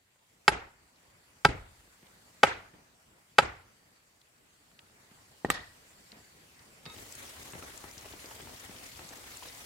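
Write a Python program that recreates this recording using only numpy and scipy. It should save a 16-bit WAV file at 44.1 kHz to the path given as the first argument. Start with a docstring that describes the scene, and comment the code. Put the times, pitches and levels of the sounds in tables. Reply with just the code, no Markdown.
"""Before a rock overhang, a flat stone is brought down four times on a wooden fence post; the rock throws each blow back.
Each blow is two rough contacts ringing damped wood modes; the dropped stone and iron bar ring modes of their own.
Then the listening point moves to a louder spot, with steps and light knocks on bamboo rails.
The open air is shaped noise with steady insect bands; the echo is noise whose bands die at their own speeds."""
import sys
import numpy as np
from scipy import signal
from scipy.io import wavfile
from scipy.ndimage import uniform_filter1d

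SR = 44100
rng = np.random.default_rng(int(sys.argv[2]) if len(sys.argv) > 2 else 0)


def int16_out(signal):
    """Quantize to a 16-bit WAV file."""
    q = np.round(np.clip(np.atleast_2d(signal).T, -1, 1) * 32767)
    wavfile.write(sys.argv[1], SR, q.astype(np.int16))


N = 425565  # length [samples]
MOVE_S = (6.85, 6.95)  # the listening point passes from the post to the second spot [s]


def gain_of(db):
    """Amplitude factor of a level in dB."""
    return 10 ** (np.asarray(db) / 20)


def evened(x):
    """Scale to an RMS of one."""
    return x / np.sqrt(np.mean(x ** 2) + 1e-20)


def read(points, hz):
    """Read a curve between its points on a logarithmic pitch axis."""
    f, value = np.transpose(points)
    return np.interp(np.log(hz + 1), np.log(f + 1), value)


def add(mix, s, sound):
    """Lay a sound into the mix at a time in seconds, cut off at the end."""
    part = mix[..., round(s * SR):][..., :sound.shape[-1]]
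    part += sound[..., :part.shape[-1]]


def ring(modes, extra_db=0, lead=0, size=SR // 3):
    """Left and right impulse response of dying modes; neighbours start in opposite directions."""
    t = np.arange(size)[:, None] / SR
    hz, db, t60 = np.transpose(modes)
    flip = np.pi * np.arange(len(hz))
    side_phase = np.array([.5, -.5])[:, None, None] * lead
    sides = np.sin(2 * np.pi * hz * t + flip + side_phase)
    swell = 1 - np.exp(-4 * hz * t)  # low modes take longer to build up
    decay = gain_of(db + extra_db - 60 * t / np.maximum(t60, .002))
    return (decay * swell * sides).sum(2)


def contact(rise_s, fall_s, rough, bright):
    """Force of a rough face landing: one sharp tap inside a short crunch whose treble differs left and right."""
    t = np.arange(SR // 20) / SR
    both, left, right = rng.standard_normal((3, len(t)))
    sides = signal.lfilter([1, -.93], [1], np.array([left, right]))
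    crunch = signal.lfilter([1, -min(bright, 1)], [1], both) + 2.1 * sides
    force = rough * crunch * np.minimum(t / rise_s, 1) * np.exp(-t / fall_s)
    force[:, round(rise_s * SR)] += 1  # the tap
    return force / np.sqrt(1 + rough ** 2 * fall_s * SR)


def strike(force, body):
    """A force played into a ringing body."""
    return signal.fftconvolve(force, body, axes=1)[:, :body.shape[1]]


# Left-right likeness of the air, also used for the echo: (pitch [Hz], likeness [-1..1])
LIKENESS = [(60, 1), (180, 0.87), (550, 0.29), (1650, -0.24), (4970, 0.042), (15000, 0.11)]
# Tone of the open air at the post, relative: (pitch [Hz], level [dB])
AIR_AT_POST = [(25, -20.5), (75, -6), (150, -8.5), (340, -12), (720, -12.5), (1350, -12.5), (2000, -10),
               (3500, -14), (5800, -15), (9500, -16), (11000, -21.5), (15000, -21), (16300, -33.5)]
# Tone of the open air at the second spot, relative: (pitch [Hz], level [dB])
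AIR_AT_RAILS = [(15, -39), (25, -15), (64, 9), (152, -6), (188, -9), (274, 3), (305, -3.5), (410, -2),
                (1620, -6), (2010, -4.5), (2630, -9), (7500, -10.5), (15500, -18)]
# Steady insect bands above the air at the post: (pitch [Hz], width [Hz], height [dB])
INSECT_BANDS = [(4560, 110, 6.5), (7430, 550, 4.5)]
# Air over time, relative: (time [s], high hiss level [dB], low rustle of feet and clothes level [dB])
AIR_LEVELS = [(0, -78, -80), (0.45, -72.5, -73.5), (0.9, -73, -77), (1.1, -71, -70), (1.4, -70, -72),
              (2.049, -67.5, -73), (2.3, -67, -70.5), (2.9, -71.5, -73.5), (3.4, -70.5, -73),
              (4.3, -73, -76), (5.09, -68, -69.5), (5.9, -65, -69.5), (6.131, -65, -68.5),
              (6.84, -65.5, -66.5), (6.96, -54.5, -60.5), (7.65, -56, -60.5), (8.9, -56, -61),
              (9.65, -54.5, -61.5)]
# A long faint echo tail lingers after a blow: start relative to its echo level [dB], fade [dB/s]
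LINGER_DB, LINGER_DB_PER_S = -38.5, 24.5
# Gravel crunches after each clear knock: start relative to its peak level [dB], fade [dB/s]
SCUFF_DB, SCUFF_DB_PER_S = -20.5, 87


def fading_noise(t, at, start_db, fade_db_per_s):
    """Power of a noise that starts at once and fades evenly in dB."""
    return (t > at) * gain_of(2 * (start_db - fade_db_per_s * abs(t - at)))


def air():
    """Random short-time spectra with drifting patches and shared flicker; feet add a low rustle."""
    frames, hz = N // 256 + 5, np.fft.rfftfreq(1024, 1 / SR)
    a, b, c, d, patches = rng.standard_normal((frames, 513, 5)).T
    patches = evened(uniform_filter1d(uniform_filter1d(patches, 16, 0), 10, 1))
    flicker = evened(uniform_filter1d(rng.exponential(1, frames) - 1, size=2))
    t = np.arange(frames) * 256 / SR
    s, hiss_db, rustle_db = np.transpose(AIR_LEVELS)
    moved = np.interp(t, MOVE_S, [0, 1])

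    # Even out each tone by its power in the rustle band and the hiss band
    bands = (hz > 150) & (hz < 1200), (hz > 2500) & (hz < 12000)
    insects = sum(db / (1 + (2 * (hz - f) / width) ** 2) for f, width, db in INSECT_BANDS)
    colours = [read(AIR_AT_POST, hz) + insects, read(AIR_AT_RAILS, hz)]
    low = 1 / (1 + (hz / 1700) ** 4)  # share of the low part at each pitch; the rest is hiss
    sums = [[10 * np.log10(np.sum(gain_of(2 * db[band]))) for band in bands] for db in colours]
    post, rails = (db - low * lo - (1 - low) * hi for db, (lo, hi) in zip(colours, sums))

    field = post[:, None] * (1 - moved) + rails[:, None] * moved
    field += (1 - low[:, None]) * np.interp(t, s, hiss_db)
    after = sum(fading_noise(t, at, echo_db + LINGER_DB, LINGER_DB_PER_S)
                for at, _, echo_db, *_ in POST_BLOWS)
    after += sum(fading_noise(t, at, db + SCUFF_DB, SCUFF_DB_PER_S) for at, db, _ in CLEAR_KNOCKS)
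    low_db = 10 * np.log10(gain_of(2 * np.interp(t, s, rustle_db)) + after)
    field += low[:, None] * low_db
    field += 1.7 * patches + (.6 + 0.92 * moved) * np.minimum(flicker, 2)

    same = np.clip(read(LIKENESS, hz), -1, 1)[:, None]
    left, other = a + 1j * b, c + 1j * d
    z = np.array([left, same * left + np.sqrt(1 - same ** 2) * other])
    lean_db = np.array([1, -1])[:, None, None] * (0.1 + 0.54 * moved)  # slightly to the left
    z *= gain_of(field + 4.5 + lean_db)
    return signal.istft(z, nperseg=1024, noverlap=768)[1][:, :N]


FAINT_SPREAD_DB = 3  # how far faint knocks and ticks rise above their floor: scales a random spread


def faint(levels_db, low_hz, high_hz, count):
    """Random rows of (time [s], peak [dB], pitch [Hz]): a quarter at the post, the rest at the second spot."""
    when, size, pitch = rng.random((count, 3)).T
    late = np.sign(np.arange(count) % 4)
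    s = np.where(late, MOVE_S[1] + when * (N / SR - MOVE_S[1]), when * MOVE_S[0])
    db = np.take(levels_db, late) - FAINT_SPREAD_DB * np.log(1 - .9 * size)
    return list(zip(s, db, low_hz * (high_hz / low_hz) ** pitch))


# The clearest light knocks and steps: (time [s], peak level before panning [dB], pitch [Hz])
CLEAR_KNOCKS = [(2.028, -49.5, 183), (2.738, -46.5, 159), (4.715, -52, 1376), (5.113, -49, 207),
                (5.906, -55, 159.5), (6.127, -44, 223), (6.862, -36, 157), (7.367, -39.5, 1490),
                (7.534, -34.5, 132), (7.552, -38, 156), (7.625, -35, 1330), (7.84, -35.5, 390),
                (8.057, -42, 410), (8.136, -39, 333), (8.242, -38, 209), (8.31, -41, 890),
                (8.399, -39.5, 380), (8.472, -39, 458), (8.693, -40, 181), (8.992, -35.5, 1360),
                (9.112, -41, 265), (9.132, -41, 931), (9.424, -39.5, 970)]
# The clearest ticks of grit and twigs: (time [s], peak level before panning [dB], pitch [Hz])
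CLEAR_TICKS = [(0.9592, -54, 4310), (2.068, -50, 3320), (4.2145, -50, 4060), (4.7906, -41, 3110),
               (6.118, -39, 4080), (6.5926, -48.5, 4800), (7.1227, -34.5, 7590), (7.1516, -34, 7800),
               (7.5228, -38, 8050), (7.7757, -34, 7600), (7.9791, -36, 5720), (8.1254, -41, 3420),
               (9.0897, -36, 6740), (9.3707, -32.5, 7440), (9.4988, -44, 2950)]
# Lowest peaks of the random faint ones [dB]: (at the post, at the second spot)
FAINT_KNOCK_DB, FAINT_TICK_DB = (-61, -48), (-64.5, -45.5)
RAILS_PAN_DB = 5.5  # left over right: at the second spot the walker is to the left


def knocks():
    """Each knock is a crunch through a damped ring with overtones; each tick is a broad snap."""
    out, side = np.zeros((2, N)), np.array([[.5], [-.5]]) * RAILS_PAN_DB
    for s, db, hz in CLEAR_KNOCKS + faint(FAINT_KNOCK_DB, 100, 1500, count=40):
        t60 = 0.036 * (300 / hz) ** 0.48  # low knocks ring longer
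        tones = [(hz, 0, t60), (1.97 * hz, -4, 0.62 * t60), (3.03 * hz, -6, 0.6 * t60)]
        clatter = [(800, 0, .006), (1700, 1, .005), (2900, 0, .004)]
        body = ring(tones + clatter, size=SR // 10)
        knock = strike(contact(rise_s=0.0006, fall_s=0.003, rough=0.09, bright=0.3), body)
        add(out, s, gain_of(db + side * (s > MOVE_S[1])) * knock / abs(knock).max())
    for s, db, hz in CLEAR_TICKS + faint(FAINT_TICK_DB, 2700, 9500, count=80):
        body = ring([(hz, 0, .003), (0.5 * hz, -5, .002), (0.85 * hz, -6, .002)], size=SR // 20)
        tick = strike(contact(rise_s=0.0003, fall_s=0.0034, rough=0.81, bright=0.38), body)
        add(out, s, gain_of(db + side * (s > MOVE_S[1])) * tick / abs(tick).max())
    return out


# The iron bar touches stone: (time [s], strength [dB])
BAR_TAPS = [(6.855, -41), (6.861, -41), (6.899, -44)]
# Modes of the iron bar: (pitch [Hz], level [dB], t60 [s])
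BAR_MODES = [(930, -3, 0.0056), (3700, 16.5, 0.0025), (925, -5, 0.089), (1270, -8, 0.3), (2170, -8.5, 0.31),
             (2590, -15, 0.37), (3740, -5.5, 0.18), (4350, -9, 0.1), (5000, -10, 0.021)]


def bar():
    """Taps of iron on stone: short rough contacts ring the modes of the bar."""
    out = np.zeros((2, N))
    for s, db in BAR_TAPS:
        force = contact(rise_s=0.00028, fall_s=0.0023, rough=0.3, bright=0.51)
        add(out, s, gain_of(db) * strike(force, ring(BAR_MODES)))
    return out


# Decay of the overhang's echo: (pitch [Hz], t60 [s])
ECHO_DECAY = [(60, .65), (200, 0.34), (600, .42), (2000, .45), (5000, 0.36), (12000, 0.095)]
ECHO_GRAIN_DB = 3  # separate rock faces make the echo uneven


def overhang(colour):
    """Dense reflections: strong early scatter from fence and ground, then the rock; each band dies at its own speed."""
    hz, t, z = signal.stft(rng.standard_normal((3, SR)), SR, nperseg=1024, noverlap=768)
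    same = np.clip(read(LIKENESS, hz), 0, 1)[:, None]
    z = np.sqrt(same) * z[0] + np.sqrt(1 - same) * z[1:]
    grain = evened(uniform_filter1d(rng.standard_normal(z[0].shape), size=24, axis=0))
    fade_db = 60 * t / read(ECHO_DECAY, hz)[:, None]
    z *= gain_of(ECHO_GRAIN_DB * grain + read(colour, hz)[:, None] - fade_db)
    tail = signal.istft(z, SR, nperseg=1024, noverlap=768)[1][:, :SR // 2]
    t = np.arange(SR // 2) / SR
    near = 1.8 * np.clip(t / 0.0065, 0, 1) * np.exp(-t / 0.024)
    bump = 1 + 0.047 * np.exp(-((t - .056) / 0.002) ** 2)  # a barely raised moment in the rock's answer
    rock = np.clip((t - .034) / .01, 0, 1) * bump
    return evened(tail) * (near + rock) * gain_of(-11.5)


# The dropped stone lands and bounces: (time [s], level [dB], dull thud [dB], ring [dB], echo [dB],
# tilt of ring and echo [dB per octave]); thud, ring and echo are relative to the level
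STONE_DROPS = [(5.4470, -20.5, -5, -3.5, -17.5, -2.5), (5.5010, -14, -15.5, 2.5, -19, 2.5)]
# Modes of the stone: (pitch [Hz], level [dB], t60 [s])
STONE_MODES = [(430, -43, 0.0291), (804, -9.5, 0.027), (1210, -3.5, 0.026), (1847, 4.5, 0.018),
               (2590, -3.5, 0.013), (3350, 0, 0.0041), (4060, -14, 0.011), (5500, -12, 0.0046),
               (7800, -16, 0.013), (9040, -17.5, 0.0054), (14000, -21, 0.0028)]
# Tone of the overhang's answer to the dropped stone, relative: (pitch [Hz], level [dB])
STONE_ECHO_TONE = [(25, -13), (90, 9), (170, 3.5), (700, 1), (1700, -2.5), (1880, 8), (2080, -8.5),
                   (4500, -8.5), (6000, -18), (14600, -17), (16300, -40)]


def drops():
    """A dull push into the soil and the ringing clack of the stone, off to the right, with its echo."""
    out, hz = np.zeros((2, N)), np.array(STONE_MODES)[:, 0]
    for s, db, thud_db, ring_db, echo_db, tilt_db in STONE_DROPS:
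        thud = -ring([(154, 0.0, 0.054), (364, 17.0, 0.0081), (810, 5.5, 0.022)])
        body = ring(STONE_MODES, tilt_db * np.log2(hz / 1850), -1.1 * np.minimum(hz / 1500, 1))
        clack = strike(contact(rise_s=.0008, fall_s=0.0021, rough=0.36, bright=0.2), body)
        to_right_db = np.array([[-1.5], [1.5]])
        add(out, s, gain_of(db + thud_db) * thud + gain_of(db + ring_db + to_right_db) * clack)
        colour = [(f, v + tilt_db * np.log2(f / 500)) for f, v in STONE_ECHO_TONE]
        add(out, s, gain_of(db + echo_db) * overhang(colour))
    return out


# Blows on the post: (time [s], strength [dB], echo [dB], second contact relative to the first [dB],
# landing off centre [-1..1], low thump [dB], hardness [dB per octave],
# pitch of the post [ratio]: the stone's weight and grip detune it)
POST_BLOWS = [(0.4789, -5.5, -29.5, -7.5, 0.99, -2.5, 1.5, 1.017),
              (1.4475, -11.5, -28, 5.5, 0.38, 8, -1.5, 1.02),
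              (2.431, -10, -25.5, 3.5, -.9, -7.5, -0.5, .995), (3.3828, -10, -28, 5, -0.92, -1.5, 1, 1.008)]
# Modes of the wooden post: (pitch before detuning [Hz], level [dB], t60 [s])
POST_MODES = [(156, -11.5, 0.06), (262, -13, 0.022), (396, -17.5, 0.043), (551, -7.5, 0.044),
              (673, -12, 0.026), (831, -4.5, 0.045), (942, -10, 0.061), (1293, 1, 0.037),
              (1572, -7.5, 0.043), (1820, -8, 0.025), (2174, -6, .015), (2593, -9.5, 0.023),
              (3035, -10, 0.02), (3480, -12.5, 0.021), (3950, -11, 0.025), (4630, -10.5, 0.026),
              (5340, -14.5, 0.015), (6700, -27, 0.028), (7470, -17.5, 0.0096), (9980, -29, 0.048),
              (12700, -35, .006)]
# Post and fence send each mode out in lobes: (pitch [Hz], phase lead of left over right [rad])
POST_LOBES = [(700, 0), (950, .3), (1300, .9), (1500, 1.8), (1900, -.8), (3000, -.5), (6000, 1.2),
              (12000, 1.6)]
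# Landing off centre feeds some modes and starves others: (pitch [Hz], change at the far edge [dB])
EDGE_LANDING = [(270, 1), (410, 6.5), (570, -8), (820, -0.9), (1300, -0.1), (1560, 1.05), (2500, 0.5),
                (3600, -0.5), (4700, 4)]
# The soil thumps under the post: (pitch [Hz], level [dB], t60 [s])
SOIL_MODES = [(65, 0.5, .3), (98.5, -3.5, .15)]
# Tone of the overhang's answer to a blow, relative, before thump: (pitch [Hz], level [dB])
BLOW_ECHO_TONE = [(25, -11.5), (70, 1.5), (176, -11.5), (264, -7.5), (420, -3.5), (620, -8), (830, -3),
                  (1050, -9.5), (1400, -4.5), (1700, -10), (2000, -7.5), (3200, -16.5), (5000, -23.5),
                  (8000, -21.5), (12800, -30), (15000, -34.5), (16300, -60)]
SECOND_S = .0027  # the far edge of the stone lands this much later
FIRST_HZ = 2520  # the first contact crushes soft end grain and is duller above this
GROUND_DB = -39  # soil relative to the blow, before each blow's own thump


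def blows():
    """The stone lands in two contacts that ring the post, too thin to send out bass; the overhang answers."""
    out, hz = np.zeros((2, N)), np.array(POST_MODES)[:, 0]
    thin = signal.butter(2, 110, "high", fs=SR, output="sos")
    dull = signal.butter(1, FIRST_HZ, fs=SR)
    back = round(SECOND_S * SR)
    for s, db, echo_db, second_db, off, thump_db, hard_db, tune in POST_BLOWS:
        first = contact(rise_s=0.00073, fall_s=0.0091, rough=0.018, bright=0.66)
        second = gain_of(second_db) * np.pad(first, ((0, 0), (back, 0)))[:, :-back]
        force = signal.lfilter(*dull, first) + second
        spot_db = off * read(EDGE_LANDING, hz) + hard_db * np.log2(hz / 1300)
        body = ring(np.array(POST_MODES) * [tune, 1, 1], spot_db, read(POST_LOBES, hz))
        to_right_db = np.array([[-.4], [.4]])
        add(out, s, gain_of(db + to_right_db) * signal.sosfilt(thin, strike(force, body)))

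        # The bare crack of stone on end grain
        grain = ring([(1890, 6, .004), (3600, 4, 0.0028), (6200, 1, .002), (11100, -7.5, 0.0022)])
        add(out, s, gain_of(db - 11.5) * strike(first + second, grain))
        add(out, s, gain_of(db + GROUND_DB + thump_db) * ring(SOIL_MODES))
        # A stronger thump also gives the echo more bass
        colour = [(f, v + 1.4 * thump_db / (1 + (f / 300) ** 2)) for f, v in BLOW_ECHO_TONE]
        add(out, s, gain_of(echo_db) * overhang(colour))
    return out


def scene():
    """All sources, already placed left and right."""
    return air() + knocks() + bar() + drops() + blows()


def record(dry):
    """The microphone drops the deepest bass; peaks are softly limited; then the top is cut at 16.1 kHz."""
    heard = signal.sosfilt(signal.butter(2, 40, "high", fs=SR, output="sos"), dry)
    limited = heard / (1 + abs(heard / .97) ** 4) ** .25
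    top_cut = signal.firwin(511, 16100, window=("kaiser", 9), fs=SR)
    return signal.oaconvolve(limited, top_cut[None], "same")


dry = scene()
out = record(dry)
int16_out(out)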